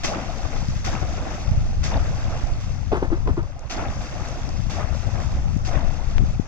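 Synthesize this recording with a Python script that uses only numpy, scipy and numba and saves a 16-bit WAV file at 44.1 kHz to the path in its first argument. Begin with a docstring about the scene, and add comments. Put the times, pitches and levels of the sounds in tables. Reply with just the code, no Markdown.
"""A cone trap of split bamboo is thrust again and again into shallow water from a wooden boat some metres away.
Slaps of spray, gurgle and streaming are filtered noise and swarms of dying sines with rising pitch;
large air pockets and single drops are placed one by one. Between thrusts the trap knocks on the hull,
made of struck plank modes and sliding hollow rings. One dry snap sounds close to the left port. Wind
buffets the two ports of a hand-held microphone, each in its own way: lumpy low noise and single pushes."""
import sys
import numpy as np
from scipy import signal
from scipy.fft import rfft, irfft, next_fast_len
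from scipy.io import wavfile
from numba import njit

SR = 44100
rng = np.random.default_rng(int(sys.argv[2]) if len(sys.argv) > 2 else 0)


def dump_mix(stems):
    """Bounce the given channels to the path in sys.argv[1] as a 16-bit WAV at rate SR."""
    frames = np.atleast_2d(stems).T  # one column per channel
    limited = np.clip(frames, -1, 1)  # hard clip at full scale
    pcm = np.round(limited * 32767).astype(np.int16)
    wavfile.write(sys.argv[1], SR, pcm)


N = 285327

# Thrusts of the trap, with slap, spray and gurgle, then the gurgle and spray of the lift. Levels are relative:
# rim_hit_s, slap_db, spray_db, plunge_gurgle_db, lift_s, pour_gurgle_db, stream_spray_db
THRUSTS = [(-0.8, -25, -35, -31, -0.3, -38, -46), (0.0348, -18, -30, -29.5, 0.54, -39, -45.5),
           (0.844, -33, -33.5, -32, 1.3, -36, -46.5), (1.8323, -26, -34.5, -31, 2.33, -37, -47.5),
           (3.697, -27, -36, -30.5, 4.27, -37, -46.5), (4.697, -22.5, -36.5, -32, 5.21, -38, -48.5),
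           (5.6487, -35, -37.5, -31.5, 6.15, -44.5, -51.5)]


def water():
    """Gurgle of middling bubbles with stray drips and froth, and spray of fine drops on hiss."""
    # froth against gurgle, thrust by thrust: time_s, froth_db
    froth_curve = [(0.2, -12), (1.0, -6), (2.0, -10), (3.2, -9), (4.0, -7), (5.0, -10), (5.8, -7)]
    gurgle_db, spray_db = stirring()

    gurgle = bubbles(1000., 174.7, 2744.0, cycles=19.0, spread_db=1.2, clump_db=2.4, clump_rate=25., rise=0.56)
    drips = bubbles(70., 498.3, 4484.0, cycles=34., spread_db=1.0, clump_db=3., clump_rate=5., rise=0.614)
    drops = bubbles(8000., 1903.0, 14500.0, cycles=6.2, spread_db=5, clump_db=4.0, clump_rate=14., rise=0.31)
    froth = bubbles(900., 1000., 3200., cycles=16., spread_db=2.5, clump_db=4.5, clump_rate=18., rise=.5)

    froth_gain = amp(in_time(froth_curve)[0])
    gurgle = at_ports(gurgle + amp(-4) * drips + froth_gain * froth, apart_s=1.3)
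    gurgle = gurgle / np.std(cut(gurgle.mean(0), [500, 1600], "band"))

    hiss = cut(rng.standard_normal(N), 1500, "high")
    spray = at_ports(drops + amp(-6.5) * hiss, apart_s=1.3)
    spray = spray / np.std(cut(spray.mean(0), [2000, 8000], "band"))

    # the finest mist swells with the spray up to a ceiling, and it comes in patches
    mist = cut(cut(spray, 13000, "high"), 13000, "high")
    fineness = amp(.85 * (np.minimum(spray_db, -39) + 44) + 3 * drift(8.))
    spray = spray + (fineness - 1) * mist
    return amp(gurgle_db) * gurgle + amp(spray_db) * spray


def stirring():
    """Levels in dB of gurgle and spray: thrust, plunge, slosh and lift add in power over calm lapping."""
    # each swell: delay_s, rise_db_per_s, fall_db_per_s
    spray_up = (.014, 400, 165)   # spray thrown by the thrust
    plunge = (.11, 116, 128)      # air dragged under by the sinking trap
    slosh_left = (.11, 116, 25)   # slosh left after the plunge
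    pour = (0.001, 36, 36.7)      # water pouring out on the lift
    stream = (0.001, 5.1, 12)     # slats streaming and dripping around the lift
    slosh_db = -6.5               # against the peak of the plunge
    calm_gurgle_db, calm_spray_db = -49, -60

    hit_s, _, spray_db, plunge_db, lift_s, pour_db, stream_db = np.transpose(THRUSTS)
    gurgle = swells(hit_s, plunge_db, plunge, since=hit_s)
    gurgle += swells(hit_s, plunge_db + slosh_db, slosh_left)
    gurgle += swells(lift_s, pour_db, pour, since=hit_s)
    spray = swells(hit_s, spray_db, spray_up, since=hit_s)
    spray += swells(lift_s, stream_db, stream, since=hit_s)
    return 10 * np.log10(gurgle + amp(2 * calm_gurgle_db)), 10 * np.log10(spray + amp(2 * calm_spray_db))


def swells(times, peak_db, shape, since=None):
    """Power of swells that rise to each peak and fall from it at steady dB rates; none begins before since."""
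    delay_s, rise, fall = shape
    t = np.arange(N) / SR
    late = t - (times + delay_s)[:, None]
    below_peak_db = np.where(late < 0, -rise * late, fall * late)
    power = amp(2 * (peak_db[:, None] - below_peak_db))   # doubled dB: power, not amplitude
    if since is not None:
        power = power * (t > since[:, None])
    return power.sum(0)


def slaps():
    """A sheet of spray thrown at once by the rim: a dying burst of band-limited noise."""
    hit_s, slap_db = np.transpose([row[:2] for row in THRUSTS if row[0] > 0])
    noise = burst(hit_s, slap_db + 4.5, t60=0.1, soft_s=.003)
    return at_ports(cut(noise, [1500, 7000], "band"), apart_s=.02)


def glugs():
    """Each pocket or soft knock starts with a splat and rings once, rising; low ones ring fewer cycles."""
    # large air pockets closing, and soft low hull knocks around 4.5 s, levels relative:
    # start_s, level_db, nominal_pitch_hz, splat_against_ring_db
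    pockets = [(0.042, -10, 331, -18.5), (0.104, -22, 622, -20), (0.117, -16, 720, -19),
               (0.132, -19, 720, -22), (0.143, -19, 760, -16), (0.255, -24, 340, -20),
               (0.446, -21, 290, -16), (0.45, -21, 620, -13), (0.557, -19.5, 610, -18),
               (0.868, -13.5, 744, -13), (0.869, -21, 1290, -25), (0.929, -20, 317, -21),
               (1.023, -15, 660, -13.5), (1.175, -19, 590, -12), (1.264, -19, 290, -20),
               (1.267, -16, 696, -17), (1.385, -25.5, 370, -20), (1.585, -28, 400, -25),
               (1.898, -20, 692, -14), (1.939, -17.5, 744, -16.5), (2.057, -21, 619, -20),
               (2.309, -26, 250, -20), (2.456, -25, 566, -23), (3.52, -34, 1160, -25),
               (3.783, -23, 280, -20), (3.776, -21.5, 647, -12.5), (3.793, -16.5, 683, -27.5),
               (3.648, -30, 560, -18), (3.878, -24, 250, -20), (4.124, -22, 650, -21.5),
               (4.16, -25, 600, -18), (4.472, -23, 320, -20), (4.487, -23, 335, -17),
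               (4.564, -31, 320, -11), (4.719, -27, 754, -20), (4.792, -20, 638, -20),
               (4.872, -23, 660, -20), (5.154, -19, 567, -21.5), (5.2, -17.5, 728, -16),
               (5.213, -22.5, 640, -18), (5.597, -25, 1090, -26), (5.613, -32, 1520, -27),
               (5.669, -24, 720, -20), (5.727, -21, 660, -20), (5.741, -21, 754, -14),
               (5.742, -26, 1270, -25), (5.75, -20, 760, -18), (5.808, -25, 686, -20),
               (6.1765, -22, 680, -14), (6.274, -31, 1300, -25)]
    start_s, level_db, pitch_hz, splat_db = np.transpose(pockets)
    starts = (start_s * SR).astype(int)
    cycles = 21. * (pitch_hz / 700) ** .4
    rise = np.full(len(starts), .45)
    ring = add(np.zeros(N), starts, amp(level_db + 1.5), 0.95 * pitch_hz / SR, cycles, rise, 11.)
    splat = cut(burst(start_s, level_db + splat_db + 19, t60=0.06, soft_s=.0015), 2200, "low")
    # the ring has opposite sign at the two ports
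    return ring * np.array([[.7], [-.7]]) + at_ports(splat, apart_s=0.0028)


def ticks():
    """Very short bright plinks, each at its own side; at these pitches the ports are near opposite phase."""
    # single drops and slat ticks, levels relative: start_s, level_db, start_pitch_hz, left_minus_right_db
    plinks = [(0.476, -32, 5900, 0), (0.6848, -28, 4820, 13), (2.98, -38, 3300, 0),
              (2.6454, -37, 5680, -0.5), (2.9701, -37, 6070, -15), (3.0679, -42, 6180, -6),
              (3.2725, -38, 6240, -2.5), (3.4306, -37, 4900, -8), (3.5932, -35, 5950, -15),
              (4.286, -29.5, 5900, -14), (4.3565, -33, 5530, -1.5), (4.4333, -34, 5580, 2),
              (4.4912, -27, 4960, 11), (5.5737, -34, 6310, -12)]
    start_s, level_db, pitch_hz, pan_db = np.transpose(plinks)
    starts, cycles = (start_s * SR).astype(int), np.full(len(start_s), 16.)
    ports = []
    for side in (1, -1):
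        sizes = amp(level_db + 5 + side * pan_db / 2)
        ports.append(add(np.zeros(N), starts, sizes, pitch_hz / SR, cycles, cycles / 80, 6.))
    left, right = ports
    return np.array([left, -right])


def knocks():
    """Every blow is a short soft push on the planks, at a spot of its own; harder blows reach the higher modes."""
    # trap against hull, levels relative: start_s, level_db, hardness_db
    blows = [(2.918, -19, -3), (2.926, -9.5, -11), (2.942, -18, -8), (2.952, -18, -8), (2.966, -21, -6),
             (3.019, -23, -9), (3.026, -13.5, -14.5), (3.048, -26, -14), (3.102, -24, -7),
             (3.117, -19, -13), (3.126, -18, -19), (3.173, -35, -3), (3.204, -34.5, -12), (3.257, -26, -16),
             (3.273, -18, -5), (3.286, -18, -16), (3.369, -27, -8), (3.375, -18.5, -11), (3.39, -25, -16),
             (3.435, -33, -10)]
    # modes of the hull planks, levels relative: pitch_hz, level_db, t60_s
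    planks = [(200, -10, 0.1), (270, -6, 0.085), (335, -4, 0.08), (400, -6, 0.06), (480, -10, .05),
              (650, -6, 0.05), (772, -8, 0.05), (880, -13, 0.055), (990, -11, 0.05), (1100, -16, 0.05),
              (1334, -23, 0.04), (2010, -29, .03), (2635, -29, .03)]
    start_s, blow_db, hard_db = np.transpose(blows)
    out, soft = np.zeros(N), np.exp(-1 / (.0002 * SR))   # push softened over 0.2 ms
    for pitch_hz, mode_db, t60_s in planks:
        reach_db = (hard_db + 11.5) * np.log2(pitch_hz / 400) * 0.49
        # the spot gives each mode its own delay up to 1.5 ms, level within 2 dB, and sign
        spot = rng.random((len(start_s), 3))
        at = ((start_s + .0015 * spot[:, 0]) * SR).astype(int)
        size = amp(blow_db + mode_db + reach_db - 3.5 + 4 * (spot[:, 1] - .5))
        push = np.full(N, 1e-18)
        push[at] = size * np.sign(spot[:, 2] - .5)
        r, w = amp(-60 / (t60_s * SR)), 2 * np.pi * pitch_hz / SR
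        poles = np.convolve([1, -2 * r * np.cos(w), r * r], [1, -soft])
        out += signal.lfilter([0, np.sin(w) * (1 - soft)], poles, push)

    # loose slats shake after the blow
    rattle = burst(start_s, blow_db + 1.5 * hard_db + 16, t60=0.03, soft_s=.0005)
    rattle = cut(cut(rattle, 3800, "low"), 4500, "low")
    # and the planks mutter on
    out += cut(burst(start_s, blow_db - 4, t60=.2), [300, 1200], "band")
    return hull_at_ports(out) + at_ports(rattle, apart_s=.002)


def hollows():
    """The hollow of the trap rings with the blow and slides in pitch as it tilts against the hull."""
    # sliding rings, levels relative: start_s, level_db, start_pitch_hz, half_way_pitch_hz
    slides = [(2.921, -21, 800, 640), (2.9245, -8, 430, 345), (2.948, -14, 400, 340),
              (3.0235, -11.5, 410, 300), (3.122, -13, 305, 385), (3.278, -20, 450, 340),
              (3.287, -18, 270, 240), (3.369, -25, 1020, 720), (3.3745, -16, 355, 330)]
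    start_s, level_db, start_hz, half_hz = np.transpose(slides)
    starts, cycles = (start_s * SR).astype(int), np.full(len(start_s), 28.)
    slide = 2 * (half_hz / start_hz - 1)
    return hull_at_ports(add(np.zeros(N), starts, amp(level_db), start_hz / SR, cycles, slide, 9.))


def snap():
    """One broad inward crack with a short rasp, dry and close to the left port."""
    start_s, left_db, right_db = 6.182, -10, -34
    x = burst([start_s - .001], -13, t60=0.006)
    first = int(start_s * SR)
    x[first:first + 4] = -2.3   # the crack: four samples pulled inward
    x = cut(cut(x, 400, "high"), 2700, "low")
    return x * amp([[left_db], [right_db]])


def wind():
    """Lumpy low noise, unrelated between ports, with bursts that push the membrane once and let it swing back."""
    # wind on the left port: time_s, flutter_db, rumble_db
    wind_left = [(0, -28, -29), (.35, -28, -30), (.65, -22.5, -21.5), (1.0, -22.5, -27), (1.25, -26.5, -31),
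                 (1.55, -18, -27), (2.0, -18.5, -22), (2.2, -23.5, -29), (2.47, -31, -28),
                 (2.65, -20.5, -32), (2.9, -25.5, -29.5), (3.3, -22, -16), (3.55, -29, -30),
                 (3.68, -47, -42), (3.82, -27.5, -30), (4.25, -28, -31), (4.45, -21.5, -26),
                 (4.65, -20.5, -21), (5.35, -23, -24), (5.6, -20, -21), (6.0, -21.5, -20),
                 (6.23, -17.5, -17.5), (6.41, -22, -24), (6.47, -36, -38)]
    # wind on the sheltered right port: time_s, flutter_db, rumble_db
    wind_right = [(0, -40, -36), (.3, -43, -36), (.6, -34, -25.5), (1.05, -42, -30.5), (1.35, -33, -24.5),
                  (1.6, -25.5, -20), (1.9, -31, -20), (2.45, -25, -20.5), (2.65, -37, -30),
                  (2.95, -37, -31), (3.25, -35, -26.5), (3.52, -41.5, -37), (3.85, -29, -24.5),
                  (4.12, -37, -39), (4.4, -33, -31), (4.8, -43, -36), (5.2, -42, -32), (5.37, -24, -24),
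                  (5.55, -38, -32), (6.0, -43, -33), (6.22, -35, -22), (6.47, -42, -38)]
    # spectrum of the deep rumble, only its shape counts: pitch_hz, level_db
    rumble_shape = [(5, 2.5), (12, 7), (22, 18.5), (40, 10), (70, -1), (140, -4.5), (400, -79.5)]
    # spectrum of the faster flutter, only its shape counts: pitch_hz, level_db
    flutter_shape = [(25, -22), (55, 1), (90, -1), (130, -5), (190, -15.5), (300, -31), (600, -43.5),
                     (2000, -104)]
    # eddies bursting on one port: centre_s, peak_db, width_ms, push (1) or pull (-1), port (0 left, 1 right)
    eddies = [(0.6285, -11, 2.5, -1, 0), (0.6884, -8.5, 2.25, 1, 0), (0.7655, -11, 2.8, -1, 0),
              (0.9674, -11, 3.5, 1, 0), (1.21, -13, 6, 1, 1), (1.483, -4.5, 3.7, -1, 0),
              (1.518, -1, 2.9, -1, 1), (1.553, -11, 3.8, 1, 1), (1.578, -4.5, 3.7, 1, 0),
              (1.7818, -12, 4.5, -1, 1), (2.006, -6.5, 6.2, 1, 0), (2.285, -10, 2.9, 1, 0),
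              (2.44, -6.5, 4.8, 1, 1), (2.523, -10, 4.4, 1, 1), (2.586, -11, 3.2, -1, 0),
              (2.703, -11, 3.5, -1, 0), (3.281, -9, 5, 1, 0), (3.318, -6, 5.7, 1, 0),
              (3.8955, -14, 4.4, -1, 1), (4.443, -10, 3.8, -1, 0), (4.669, -10.5, 2.4, 1, 0),
              (4.844, -11, 3.8, -1, 0), (5.074, -10.5, 4.4, -1, 0), (5.3517, -11.5, 3.7, -1, 1),
              (5.5652, -2.5, 2.2, -1, 0), (5.571, -11, 3, 1, 0), (5.771, -5, 2.7, 1, 0),
              (5.845, -7.5, 2.8, -1, 0), (6.0755, -8, 6.2, -1, 0), (6.1603, -7, 5.2, -1, 0),
              (6.1945, -12, 1.8, 1, 0), (6.202, -7, 3, -1, 0), (6.2065, -12, 1.3, 1, 0),
              (6.2255, -11, 1.5, 1, 0), (6.2379, -9, 1.6, -1, 0), (6.3075, -8, 3.4, -1, 0),
              (6.398, -1.5, 1.4, 1, 0)]
    gust_db, gusts_per_s = 3.3, 4.5   # random swing of each port's rumble; the flutter swings 0.58 as far
    lump_db = (2.2, 4.5)              # faster lumps in the flutter, left and right

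    out = np.zeros((2, N))
    for port, curve in enumerate([wind_left, wind_right]):
        flutter_db, rumble_db = in_time(curve)
        rumble = shaped(rng.standard_normal(N), amp(in_pitch(rumble_shape)[0]))
        rumble = rms_one(rumble * amp(gust_db * drift(gusts_per_s)))
        flutter = shaped(rng.standard_normal(N), amp(in_pitch(flutter_shape)[0]))
        lumps_db = lump_db[port] * drift(19.3) + 0.58 * gust_db * drift(gusts_per_s)
        flutter = amp(flutter_db) * rms_one(flutter * amp(lumps_db))
        out[port] = amp(rumble_db) * rumble + flutter
        # strong flutter bends the membrane and adds overtones, kept above 170 Hz
        out[port] += cut(flutter ** 2, 170, "high")

    t = np.arange(N) / SR
    for centre_s, peak_db, width_ms, push, port in eddies:
        near = slice(int((centre_s - .03) * SR), int((centre_s + 0.026) * SR))
        u = (t[near] - centre_s) / (1.5 * width_ms / 1000)
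        swing = (1 - 3 * u ** 2) / (1 + u ** 2) ** 3
        lopsided = 1 + .5 * np.tanh(u)   # the swing after the peak is the larger
        out[int(round(port)), near] += np.sign(push) * amp(peak_db) * swing * lopsided
    return out


def at_ports(x, apart_s):
    """Colour, lag and likeness of each port; the unlike part arrives apart_s from elsewhere on the water."""
    # water as heard at the ports, levels relative: pitch_hz, left_db, right_db, right_lag_rad, likeness (0-1)
    port_colour = [(114, 12, -2, 0.5, 1), (281, 0.5, 1.5, 0.3, 1), (420, -5, -7.5, 0.43, 0.87),
                   (570, -1, -2, -.2, .93), (740, 1.5, 1, -1.0, 1), (925, -6.5, -9, 0.5, 0.7),
                   (1254, -6, -9.5, 0.12, 0.64), (1655, -9, -13.5, 2.5, 0.2), (2327, -14.5, -18, 8.5, 0.58),
                   (2640, -17, -17, 6, 0.71), (3045, -20, -19.5, 10.5, 0.38), (3610, -23, -15, 9, 0.34),
                   (4230, -19, -23.5, 8, 1), (4720, -18.5, -16.5, 7.5, 0.44), (6270, -13.5, -17, 10, 0.37),
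                   (7660, -35, -25.5, 10.5, 0), (7920, -31, -37.5, 40, 0.8), (10220, -52, -46, 26, 0.74),
                   (11500, -41.5, -45.5, 23, 0.3), (15400, -54, -50, 24, .3)]
    left_db, right_db, lag_rad, alike = in_pitch(port_colour)
    alike, shift = np.clip(alike, 0, 1), int(apart_s * SR)
    both = np.array([amp(left_db), amp(right_db) * np.exp(-1j * lag_rad)])
    shared = shaped(x, np.sqrt(alike) * both)
    elsewhere = np.array([np.roll(x, shift), np.roll(x, 2 * shift)])
    return shared + shaped(elsewhere, np.sqrt(1 - alike) * amp([left_db, right_db]))


def hull_at_ports(x):
    """Hull sound is a little louder at the left port; the right port hears it nine samples earlier, same sign."""
    return np.array([x * amp(1.2), np.roll(x, -9) * amp(-1.2)])


def bubbles(per_s, low_hz, high_hz, cycles, spread_db, clump_db, clump_rate, rise):
    """Bubbles born in clumps, pitches even on a log scale, sizes set for a flat spectrum; rms 1."""
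    births = per_s * amp(clump_db * drift(clump_rate)) / SR
    starts = np.flatnonzero(rng.random(N) < births)
    u = rng.random((N, 3))[starts]
    hz = low_hz * (high_hz / low_hz) ** u[:, 0]
    sizes = hz * amp(-spread_db * np.log(u[:, 1] + 0.03))
    lasting = cycles * (.5 + u[:, 2])
    return rms_one(add(np.zeros(N), starts, sizes, hz / SR, lasting, np.full(len(hz), rise), 6.))


@njit
def add(out, starts, sizes, steps, cycles, rise, swell):
    """Dying sines of sliding pitch, climbing for bubbles; steps in cycles per sample, swell in radians of attack."""
    for k in range(len(starts)):
        length = cycles[k] / steps[k]   # samples to fall by 60 dB
        fall, level, phase = np.exp(-6.9 / length), sizes[k], 0.
        for i in range(min(int(.7 * length), len(out) - starts[k])):
            out[starts[k] + i] += level * min(1., phase / swell) * np.sin(phase)
            phase += 2 * np.pi * steps[k] * (1 + rise[k] * i / length)
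            level *= fall
    return out


def burst(times, db, t60, soft_s=1e-5):
    """Noise at each time, with an onset softened over soft_s and a fall of 60 dB in t60 seconds."""
    clicks = np.full(N, 1e-18)
    clicks[(np.asarray(times) * SR).astype(int)] = amp(db)
    r = np.exp(-1 / (soft_s * SR))
    poles = np.convolve([1, -amp(-60 / (t60 * SR))], [1, -r])
    return signal.lfilter([1 - r], poles, clicks) * rng.standard_normal(N)


def drift(rate):
    """Slow random wander of rms 1: noise through a double low-pass at rate Hz, drawn every 40 samples."""
    r = np.exp(-80 * np.pi * rate / SR)
    slow = signal.lfilter([1], [1, -2 * r, r * r], rng.standard_normal(N // 40 + 2002))[2000:]
    return np.interp(np.arange(N) / 40, np.arange(len(slow)), rms_one(slow))


def cut(x, hz, kind):
    """Butterworth low, high or band filter, built from a second-order prototype."""
    return signal.sosfilt(signal.butter(2, hz, kind, fs=SR, output="sos"), x)


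def shaped(x, response):
    """x through a response given per FFT bin."""
    size = next_fast_len(N)
    return irfft(rfft(x, size) * response, size)[..., :N]


def in_time(rows):
    """The columns of a curve table at every sample."""
    s, *columns = np.transpose(rows)
    return [np.interp(np.arange(N) / SR, s, c) for c in columns]


def in_pitch(rows):
    """The columns of a spectrum table at every FFT bin, read along log pitch."""
    hz, *columns = np.transpose(rows)
    bins = np.log(np.fft.rfftfreq(next_fast_len(N), 1 / SR) + 1)
    return [np.interp(bins, np.log(hz), c) for c in columns]


def amp(db):
    """Gain of a level in dB."""
    return 10 ** (np.asarray(db) / 20)


def rms_one(x):
    """Scaled to rms 1."""
    return x / np.sqrt(np.mean(x ** 2) + 1e-20)


def scene():
    """Open water, no walls: the sources simply add."""
    return water() + slaps() + glugs() + ticks() + knocks() + hollows() + snap() + wind()


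def record(dry):
    """The highest peaks are rounded; the top is cut steeply, 60 dB down from 15.7 kHz."""
    rounded = 1.016 * np.tanh(dry / 1.136)
    return signal.sosfilt(signal.cheby2(16, 60, 15700, fs=SR, output="sos"), rounded)


dry = scene()
out = record(dry)
dump_mix(out)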